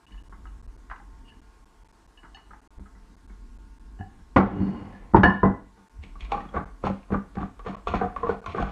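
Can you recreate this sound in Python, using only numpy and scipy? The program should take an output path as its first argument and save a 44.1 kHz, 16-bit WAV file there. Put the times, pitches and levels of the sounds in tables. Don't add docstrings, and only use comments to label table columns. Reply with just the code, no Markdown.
import sys
import numpy as np
from scipy import signal
from scipy.fft import rfft, irfft, next_fast_len
from scipy.io import wavfile
from scipy.ndimage import uniform_filter1d, minimum_filter1d

SR = 44100
rng = np.random.default_rng(int(sys.argv[2]) if len(sys.argv) > 2 else 0)


def amp(db):
    return 10 ** (np.asarray(db, float) / 20)


def write(x):
    x = np.atleast_2d(x).T
    wavfile.write(sys.argv[1], SR, np.round(np.clip(x, -1, 1) * 32767).astype(np.int16))


N = 384111

# [t/s, peak level/dB, low level/dB, high level/dB, ring f/Hz]
LANDINGS = [(4.362, -5, -8, -19, 1128), (4.378, -15, 0, -17, 339), (4.40, -12.5, -4.5, -23.5, 1300),
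            (4.43, -17.5, -3.5, -32.5, 1369), (5.136, -21, 9, -42.5, 758), (5.145, -7, -3.5, -38, 980),
            (5.162, -17, 5, -15, 1062), (5.18, -21, 5.5, -23.5, 502.2), (5.233, 0, -7, -21.5, 720),
            (5.275, -19.5, 5, -29, 1042), (5.431, -8.5, -1.5, -34, 980.4), (5.452, -19.5, 4, -21.5, 601.7),
            (5.495, -28, 3.5, -25, 1042)]
# [t/s, level/dB, weight on the table/dB]
SLIDE = [
    (4.45, -35.5, -10),
    (4.516, -41, 8.5),
    (4.564, -43.5, 19),
    (4.664, -43, 16),
    (4.942, -53.5, 4),
    (5.076, -60.5, 9),
    (5.12, -61, 7),
]
# [f/Hz, width/Hz, level/dB]
WOOD_AND_PLATE = [(491, 81, -2.5), (704, 73, -0.5), (796, 180, -2), (1066, 65, 0), (1115, 40, -0.5),
                  (1410, 210, -7.5), (1690, 180, -9.5), (1953, 220, -16.5)]
# [f/Hz, level per Hz/dB]
CRACK = [(1300, -35.5), (2000, 1.5), (2400, -7.5), (3000, -11), (4000, -21.5), (5500, -29), (7000, -37),
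         (9000, -58), (13000, -99)]


def plate_on_table():
    landing = blows([(*row, 0.2223) for row in LANDINGS], body_db=-6, ring_db=-10.0, tail_db=-3.5, snap_s=0.0396)
    db, weight_db = curves(SLIDE)
    bright_db = -17.5 - 0.6 * np.maximum(db + 42.0, -15)
    slide = drag(db, weight_db, bright_db, slips=950, spread_db=0.5, press_db=0.5)
    return sounded(landing + slide, WOOD_AND_PLATE, CRACK)


# [t/s, peak level/dB, low level/dB, high level/dB, ring f/Hz]
TAPS = [(0.108, -67.5, 19, 9.5, 940), (0.143, -53, -5, -7, 1706), (0.324, -43.5, -6.5, -22, 1100),
        (0.454, -46, -6, -20.5, 1274), (0.899, -40.5, -32, -7, 1902), (0.912, -31.5, -33.5, -16, 1001),
        (0.961, -44, -25.5, -11, 1100), (0.999, -48.5, -15.5, -26.5, 816), (1.319, -56, -9.5, -13, 1743),
        (2.232, -43, -6, -17.5, 893.4), (2.248, -45, -16.5, -29, 894), (2.369, -44.5, -18, -13, 857),
        (2.507, -44, -8.5, -29, 1263), (2.533, -43.5, -11.5, -31.5, 857), (2.795, -60.5, 15, -14, 1028),
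        (2.858, -49.5, -16, -22, 1277), (2.951, -54, 0, -20, 1969), (3.297, -52, 0.5, -18.5, 2197),
        (3.33, -57.5, -7.5, -21, 902), (3.998, -49, 13, -28.5, 761), (4.189, -56, 6, -37.5, 1660)]
# [f/Hz, width/Hz, level/dB]
HELD_PLATE = [(770, 150, -7.5), (980, 150, -2), (1300, 350, -2), (1660, 200, -1), (2023, 116, -4.5)]


def finger_taps():
    taps = blows([(*row, 0.15) for row in TAPS], body_db=-5, ring_db=-2, tail_db=-2.0, snap_s=0.024)
    return sounded(taps, HELD_PLATE, CRACK)


# [f/Hz, level/dB, t60/s]
CHINA = [
    [(760, -3, 0.3), (795, -1, 0.4)],
    [(1710.3, -1.5, 0.21), (1767, -2, 0.243)],
    [(2684, -9.5, 0.13), (2896.6, -2, 0.16), (2949, -7, 0.21)],
    [(3766, 0.5, 0.059), (4369, -0.5, 0.13), (5164, -10, 0.16), (6419, -8, 0.1)],
]
# [t/s, then level/dB of each of the four families]
CLINKS = [(.064, -72, -71, -53.5, -78), (.12, -79, -63, -53.5, -67), (.176, -73.5, -61, -52, -79.5),
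          (.469, -67, -63, -58.5, -78), (1.294, -67, -59, -53, -83.5), (2.174, -65, -55, -47.5, -68.5),
          (2.346, -51, -49, -43.5, -51), (3.99, -47.5, -57, -60.5, -81),
          (4.009, -40.5, -48.5, -61.5, -84.5), (4.924, -59, -56, -75, -68),
          (4.949, -59.5, -49.5, -77.5, -73.5), (5.234, -29.5, -7, -26, -40)]


def china_ring():
    out, t = np.zeros(N + SR), np.arange(SR // 2) / SR
    grip = wobble(80)
    drift = np.cumsum(17 * grip) / SR
    for s, *family_db in CLINKS:
        start = round(s * SR)
        life = 0.65 if s < 3 else 1
        for db, modes in zip(family_db, CHINA):
            ring = 0
            for hz, level, t60 in modes:
                waver_db = 2.9 * np.roll(grip, round(9 * hz))[start:][:len(t)]
                bend = np.roll(drift, round(hz))[start:][:len(t)]
                tone = np.sin(2 * np.pi * (hz * t + bend + rng.random()))
                ring = ring + amp(level - 60 * t / (t60 * life) + waver_db) * tone
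            out[start:][:len(t)] += amp(db) * ring * (1 - np.exp(-t / 0.00047)) ** 2
    return out[:N]


# [t/s, level/dB, upper mode level/dB]
RUBS = [
    [(1.2, -99.5, -31.5), (1.29, -51.5, -17), (1.35, -95, -30)],
    [(4.45, -80.5, -27.5), (4.56, -66.5, -11), (4.63, -61, -5), (4.78, -65, -9), (4.9, -74.5, -1.5),
     (5.0, -85.5, -10)],
]
# [f/Hz, width/Hz, level/dB]
SONG = [
    [(2874.4, 42, -0.5)],
    [(4360, 70, 0), (4700, 500, -12)],
]


def china_rub():
    rubs = [curves(rows) for rows in RUBS]
    low = sum(amp(db) for db, upper_db in rubs) * rng.standard_normal(N)
    high = sum(amp(db + upper_db) for db, upper_db in rubs) * rng.standard_normal(N)
    return filtered(low, body(SONG[0])) + filtered(high, body(SONG[1]))


# [t/s, peak level/dB, wires level/dB, ring f/Hz]
SHOVES = [(6.036, -48, 5.5, 434), (6.452, -39, -11.5, 784), (6.838, -19.5, -36, 516),
          (6.899, -25.5, -26.5, 536), (7.104, -30, -29.5, 530.6), (7.12, -20.5, -25.5, 427.2),
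          (7.144, -19.5, -38.5, 501.7), (7.369, -26.5, -36.5, 779.5), (7.409, -26.5, -28.5, 1175),
          (7.429, -27.5, -38, 713), (8.598, -23.5, -22, 491)]
# [t/s, peak level/dB, wires level/dB, ring f/Hz]
KNOCKS = [(6.154, -40, -26, 1137), (6.344, -27.5, -24.5, 1173), (6.543, -24, -34.5, 521),
          (6.566, -18, -36, 695), (6.868, -20, -27, 796), (7.03, -54, -6, 2500), (7.354, -34.5, -17, 421),
          (7.383, -28, -26, 791.3), (7.648, -37.5, -32, 467), (7.746, -33.5, -14.5, 1126),
          (7.937, -17, -36, 1103), (7.96, -32.5, -19.5, 1162), (8.012, -13, -38, 755.3),
          (8.045, -32.5, -36.5, 770), (8.231, -17, -40, 1064), (8.268, -23, -33.5, 1139),
          (8.292, -17, -32, 455.3), (8.342, -28.5, -29, 773), (8.547, -20, -40.5, 411.5),
          (8.581, -18, -36, 1100)]
# [t/s, peak level/dB, wires level/dB, ring f/Hz]
TICKS = [(6.206, -40.5, 3.5, 3270), (6.248, -45.5, 2, 1100), (6.319, -15, -15, 804.6),
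         (6.375, -28, -25.5, 1146), (6.405, -40.5, -3, 1848), (6.488, -48, -8, 3316),
         (7.593, -34, -12, 1150), (7.662, -24.5, -36.5, 465.3), (7.77, -45.5, -17.5, 1115),
         (7.871, -19, -17, 1161), (7.881, -30, -4, 1400), (8.083, -36, -36, 733), (8.125, -39, -25.5, 700),
         (8.162, -22, -15.5, 1107), (8.427, -47, -16.5, 1500), (8.441, -36.5, -16, 1184),
         (8.459, -43.5, -5, 6160), (8.461, -28, -4.5, 1063), (8.625, -22.5, -11, 685)]
# [level into the table/dB, t60/s]
CONTACTS = [
    (1, 0.079),
    (-11, 0.109),
    (-24.5, 0.123),
]
# [f/Hz, width/Hz, level/dB]
BOWL = [(448.4, 82, -6), (747, 65.2, -0.5), (921.7, 45, -3.5), (1100, 94, 0), (1434, 100.3, -2.5),
        (1614, 196, -10), (2054, 322, -16.5)]
# [f/Hz, level per Hz/dB]
WIRES = [(1400, -16), (2300, 4), (2900, -3), (3200, -5.5), (3500, -4.5), (3900, -11.5), (4300, -10),
         (5000, -23), (5500, -17), (5900, -26), (6500, -17.5), (7200, -26), (9500, -35.5), (14000, -85.5)]


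def whisk():
    hits = []
    for rows, (low_db, t60) in zip([SHOVES, KNOCKS, TICKS], CONTACTS):
        hits += [(s, db, low_db, wires_db, hz, t60) for s, db, wires_db, hz in rows]
    knocks = blows(sorted(hits), body_db=-9, ring_db=0.5, tail_db=-7.5, snap_s=0.02155)
    db, wires_db = strokes()
    scrape = drag(db, 0.16 + 0 * db, wires_db, slips=1400, spread_db=3.2, press_db=-6)
    force = knocks + scrape
    shift = 0.0577
    slack_bowl = [(hz * (1 - shift), width, g) for hz, width, g in BOWL]
    squeezed_bowl = [(hz * (1 + shift), width, g) for hz, width, g in BOWL]
    turn = np.pi / 4 * (1 + np.tanh(2.11 * wobble(14)))
    squeezed = filtered(force[1] * np.sin(turn), body(squeezed_bowl))
    rattle = amp(2.77 * wobble(25))
    force = force * np.array([1 + 0 * turn, np.cos(turn), rattle, 1 + 0 * turn])
    return sounded(force, slack_bowl, WIRES) + squeezed


# [full pressure t/s, level/dB, 60 dB rise/s, 60 dB fall/s, wires level/dB]
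STROKES = [(5.77, -53, 0, 0.26, -18.5), (6.03, -55, .05, .3, 5), (6.21, -53.5, 0.0864, 0.77, 5),
           (6.326, -33, 0.133, 0.5, -13), (6.557, -25.5, 0.092, 0.2383, -23.5),
           (6.854, -24.5, 0.0709, 0.17, -16.5), (7.13, -27, 0.0859, 0.1575, -19.5),
           (7.426, -33.5, 0.1971, 0.1376, -17.5), (7.668, -30, 0.0743, 0.2858, -15.5),
           (7.88, -32.5, 0.05, 0.4963, -8.5), (7.94, -23.5, 0.0234, 0.1, -18.5),
           (7.965, -30, .03, .25, -15), (8.02, -27, 0.1026, 0.25, -23), (8.17, -39, .01, .3, -13),
           (8.24, -32, .03, .4, -21), (8.3, -29, 0.3675, 0.1349, -15), (8.465, -38, .015, .5, -4),
           (8.56, -31, .03, .5, -14), (8.61, -31, 0.3, .6, -10)]


def strokes():
    s, db, rise, fall, wires_db = np.transpose(STROKES)[:, :, None]
    late = np.arange(N) / SR - s
    hold_s = 0.01374
    level_db = db - 60 * np.where(late < 0, -late / rise, np.maximum(late - hold_s, 0) / fall)
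    return np.maximum(level_db.max(0), -120), wires_db[level_db.argmax(0), 0]


# [t/s, level/dB, f/Hz, t60/s]
RINGS = [(4.361, -1, 300, .04), (4.365, -14, 289.8, .25), (4.361, -15.5, 497.7, 0.196),
         (4.363, -20.5, 990.6, 0.172), (4.363, -27, 1400, .25), (4.363, -24, 1978, 0.126),
         (4.38, -31, 2248, 0.181), (5.146, -7.5, 293.8, 0.147), (5.145, -3, 940, .05),
         (5.234, -15, 1008, 0.36), (5.234, -19, 1102, 0.29), (5.234, -25.5, 1435, .35),
         (5.234, -33, 2222, 0.183), (5.432, -14, 420, 0.185), (5.432, -19, 654, 0.214),
         (5.431, -7, 960, .04), (5.44, -25, 1060, 0.223), (5.432, -23.5, 822, 0.31), (5.435, -33, 1988, .3),
         (6.32, -25.5, 1119, 0.175), (6.567, -26, 1100, 0.091), (6.867, -29, 1137, 0.097),
         (7.144, -28.5, 792.7, 0.107), (7.938, -20, 723, 0.1025), (8.03, -28, 749.1, .3),
         (8.014, -28, 478.6, 0.19), (7.871, -33, 3500, .04), (7.881, -34, 2550, .04),
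         (8.23, -25.5, 468.3, 0.135), (8.23, -32.5, 1100, 0.2), (8.295, -31, 781.2, 0.163),
         (8.295, -29, 1482, 0.0685), (8.461, -33, 1100, .2), (8.461, -33, 1437, .04),
         (8.6, -30, 727.3, 0.107)]


def rings():
    out, t = np.zeros(N + SR), np.arange(SR // 3) / SR
    for (s, db, hz, t60), knots in zip(RINGS, rng.standard_normal((len(RINGS), 2, 40))):
        level, bend = [np.interp(t * 115, np.arange(40), k) for k in knots]
        tone = np.sin(2 * np.pi * (hz * t + np.cumsum(28 * bend) / SR))
        decay = amp(db + 3.5 * level - 60 * t / t60)
        out[round(s * SR):][:len(t)] += decay * (1 - np.exp(-t / 0.0013)) * tone
    return out[:N]


# [t/s, peak level/dB, f/Hz]
JOLTS = [(0.109, -44.5, 42.8), (0.622, -43, 83), (1.6, -42, 45.8), (2.775, -34, 41.3), (2.794, -34, 71.6),
         (3.995, -29, 93.7), (4.217, -35.5, 45.7), (4.359, -17, 135), (4.37, -24, 40), (4.52, -27, 90),
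         (5.149, -11.5, 117.2), (5.16, -20, 42), (5.25, -22, 45), (5.232, -13.5, 73.6), (5.432, -13, 67.2),
         (5.987, -29, 71.8), (6.216, -28, 51.9), (6.557, -25, 68.3), (6.843, -23, 95.5), (7.109, -31, 62),
         (7.372, -26.5, 59.3), (7.669, -38, 88.4), (7.889, -24.5, 77.3), (7.949, -24.5, 49.9),
         (8.02, -37, 146.2), (8.269, -29.5, 86.9), (8.478, -30, 85), (8.618, -20, 51.16),
         (8.671, -28.5, 50.8)]


def jolts():
    out, t = np.zeros(N + SR), np.arange(SR // 3) / SR
    for s, db, hz in JOLTS:
        decay = amp(db - 60 * t / 0.22)
        out[round(s * SR):][:len(t)] += decay * (1 - np.exp(-t / 0.0035)) ** 2 * np.sin(2 * np.pi * hz * t)
    return out[:N]


# [f/Hz, t60/s]
KITCHEN = [
    (150, 0.3485),
    (1000, 0.296),
    (4000, 0.48),
    (10000, .2),
]


def kitchen(x):
    hz, t, z = signal.stft(rng.standard_normal(SR // 2), SR, nperseg=256)
    decay = amp(-60 * t / along(KITCHEN, hz)[:, None])
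    tail = signal.istft(z * decay, SR, nperseg=256)[1]
    delayed = np.pad(x, (300, 0))
    return signal.fftconvolve(delayed, tail / np.linalg.norm(tail))[:N]


# [t/s, sway level/dB]
LEANING = [(0.0, -64), (0.09, -52), (0.36, -44), (1.26, -45), (1.72, -60), (2.76, -52), (3.39, -42),
           (4.32, -43), (4.62, -37), (4.75, -50), (5.1, -43), (5.5, -41), (5.89, -65), (5.97, -44.5),
           (6.4, -38.5), (6.5, -48), (8.71, -50.5)]
# [f/Hz, width/Hz, level/dB]
LEGS = [
    (50, 10, 1),
    (34.7, 22, -11),
]
# [f/Hz, level per Hz/dB]
RUMBLE = [(41, -28), (70, -5), (103, -12), (145, -15.5), (265, -9.5), (539, -35), (600, -43), (780, -68.5),
          (1320, -120)]


def sway_and_rumble():
    top_db = -40.5
    sway_db = np.minimum(np.maximum(curves(LEANING)[0], strokes()[0] + 3), top_db)
    rocking = amp(3.3 * wobble(12)) * filtered(rng.standard_normal(N), body(LEGS))
    rumble_db = -58 + 0.562 * (sway_db - top_db) + 2.5 + 1.7 * wobble(20)
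    rumble = amp(rumble_db) * filtered(rng.standard_normal(N), colour(RUMBLE))
    return amp(sway_db) * unit(rocking) + rumble


# [f/Hz, level per Hz/dB]
FRIDGE_AIR = [(200, -31), (310, 1), (440, -4.5), (560, -10.5), (790, -6), (900, -4.5), (980, -4.5),
              (1080, -3.5), (1300, -10), (1600, -15.5), (2000, -16.5), (2400, -25), (3200, -40.5),
              (5000, -89.5)]
# [f/Hz, level/dB]
FRIDGE_HUM = [(441.4, -79.5), (689.1, -82.5), (899.0, -75), (1077, -76.5), (1432, -81.5), (1615, -84)]


def fridge():
    air = amp(-65.5 + 1.2 * wobble(1.7)) * filtered(rng.standard_normal(N), colour(FRIDGE_AIR))
    t, hum = np.arange(N) / SR, 0
    for hz, db in FRIDGE_HUM:
        level = amp(db + 6 + 3 * wobble(6.9))
        hum = hum + level * np.sin(2 * np.pi * hz * t + 2.2 * wobble(14))
    return air + hum


# [f/Hz, level per Hz/dB]
HISS = [(500, -18), (1500, 7), (2500, 0.5), (4000, -1), (6300, -2), (8000, -3), (10000, -7), (13000, -16.5),
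        (15500, -22.5), (17000, -59.5)]


def hiss():
    return amp(-69.5) * mottled(filtered(rng.standard_normal(N), colour(HISS)), patchy_db=1.47)


def mottled(x, patchy_db):
    z = signal.stft(x, nperseg=512)[2]
    field = uniform_filter1d(rng.standard_normal(z.shape), size=7, axis=0)
    field = uniform_filter1d(field, size=14, axis=1)
    return signal.istft(z * amp(patchy_db * unit(field)), nperseg=512)[1][:N]


def blows(events, body_db, ring_db, tail_db, snap_s):
    force, t = np.zeros((4, N + SR)), np.arange(SR // 4) / SR
    for s, db, low_db, high_db, hz, t60 in events:
        start = round(s * SR)
        life = t60 * np.c_[[1, 1, 0.6]]
        tail = amp(tail_db - 60 * t / life) * (1 - np.exp(-t / 0.0057))
        shape = amp(-60 * t / snap_s) + tail
        first = np.exp(-t / 0.000077) * 3
        push = shape * rng.standard_normal((3, len(t))) + first * np.c_[[1, 1, .4]]
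        force[:3, start:][:, :len(t)] += amp(db + np.c_[[low_db, body_db, high_db - 2.5]]) * push
        flutter = np.interp(t * 130, np.arange(40), rng.standard_normal(40))
        t60 = t60 * min(1, 1400 / hz)
        decay = amp(-60 * t / (0.51 * t60)) + 0.31 * flutter * amp(-60 * t / (1.6 * t60))
        ring = decay * np.sin(2 * np.pi * hz * t)
        force[3, start:][:len(t)] += amp(db + ring_db) * (1 - np.exp(-t / 0.0011)) ** 2 * ring
    return force[:, :N]


def drag(db, low_db, high_db, slips, spread_db, press_db):
    slip = (rng.random(N) < slips / SR) * amp(spread_db * np.minimum(rng.exponential(size=N), 2.5))
    smooth = np.sqrt(abs(uniform_filter1d(slip ** 2, size=60)))
    grip = unit(smooth + 0.37 * np.std(slip))
    parts_db = np.array([low_db, 0 * db, high_db, db - 99])
    return amp(db + press_db + parts_db) * grip * rng.standard_normal((4, N))


# [f/Hz, width/Hz, level/dB]
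TABLE_TOP = [(93.6, 33, -5.5), (150.2, 13, -4), (194.2, 16.9, 4), (260.8, 22, -4), (295.2, 30.4, -2.5),
             (400.4, 39, -7.5)]


def sounded(force, middle, edge):
    low = filtered(force[0], body(TABLE_TOP))
    return low + filtered(force[1], body(middle)) + filtered(force[2], causal(edge)) + force[3]


def body(peaks):
    def response(f):
        modes = 0
        for k, (hz, width, db) in enumerate(peaks):
            modes = modes + (-1) ** k * amp(db) * 1j * f * width / (hz * hz - f * f + 1j * f * width)
        return modes / (1 + 1j * f / (1.331 * peaks[-1][0])) ** 4
    return response


def colour(points):
    return lambda f: amp(along(points, f))


def causal(points):
    def response(f):
        cepstrum = irfft(np.log(amp(along(points, f)) + 1e-6))
        cepstrum[1:len(f) - 1] *= 2
        cepstrum[len(f):] = 0
        return np.exp(rfft(cepstrum))[:len(f)]
    return response


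def filtered(x, response):
    m = next_fast_len(N + SR // 4, True)
    gain = response(np.fft.rfftfreq(m, 1 / SR))
    return irfft(rfft(x, m) * gain / np.sqrt(np.mean(abs(gain) ** 2)), m)[:N]


def unit(x):
    return x / np.sqrt(np.mean(x ** 2) + 1e-20)


def along(points, hz):
    f, v = np.transpose(points)
    return np.interp(np.log(hz + 1), np.log(f + 1), v)


def curves(rows):
    s, *cols = np.transpose(rows)
    return [np.interp(np.arange(N) / SR, s, c, left=-99, right=-99) for c in cols]


def wobble(rate):
    knots = rng.standard_normal(int(N * rate / SR) + 4)
    return np.interp(np.arange(N) * rate / SR, np.arange(len(knots)), knots)


def scene():
    near = plate_on_table() + finger_taps() + china_ring() + china_rub() + whisk() + rings()
    background = sway_and_rumble() + fridge() + hiss()
    return (near + amp(-10.0) * kitchen(near) + jolts() + background)[None]


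def band_limit(x):
    return signal.sosfilt(signal.butter(12, 15500, fs=SR, output="sos"), x)


# [t/s, level/dB]
GAIN = [
    (0, 0),
    (4.37, -0.5),
    (4.42, -6),
    (4.53, -4),
    (4.62, -2),
    (5.14, -0.5),
    (5.25, -4.5),
    (5.6, -3.5),
    (5.85, 0),
    (9, 0),
]
LOST = [5, 22, 28, 61, 66, 76, 140, 164, 183, 187, 191, 206, 260, 267, 268, 269, 278, 315, 326, 357, 378,
        588, 664, 775, 840]


def record(dry):
    x = dry * amp(curves(GAIN)[0])
    needed = np.minimum(1, .97 / (abs(x) + 1e-9))
    x = x * uniform_filter1d(minimum_filter1d(needed, size=161), size=161)
    block_s, first_s = .01, .0058
    kept = ~np.isin((np.arange(N) / SR - first_s) // block_s, LOST)
    return band_limit(x * uniform_filter1d(1. * kept, size=14))


dry = scene()
out = record(dry)
write(out)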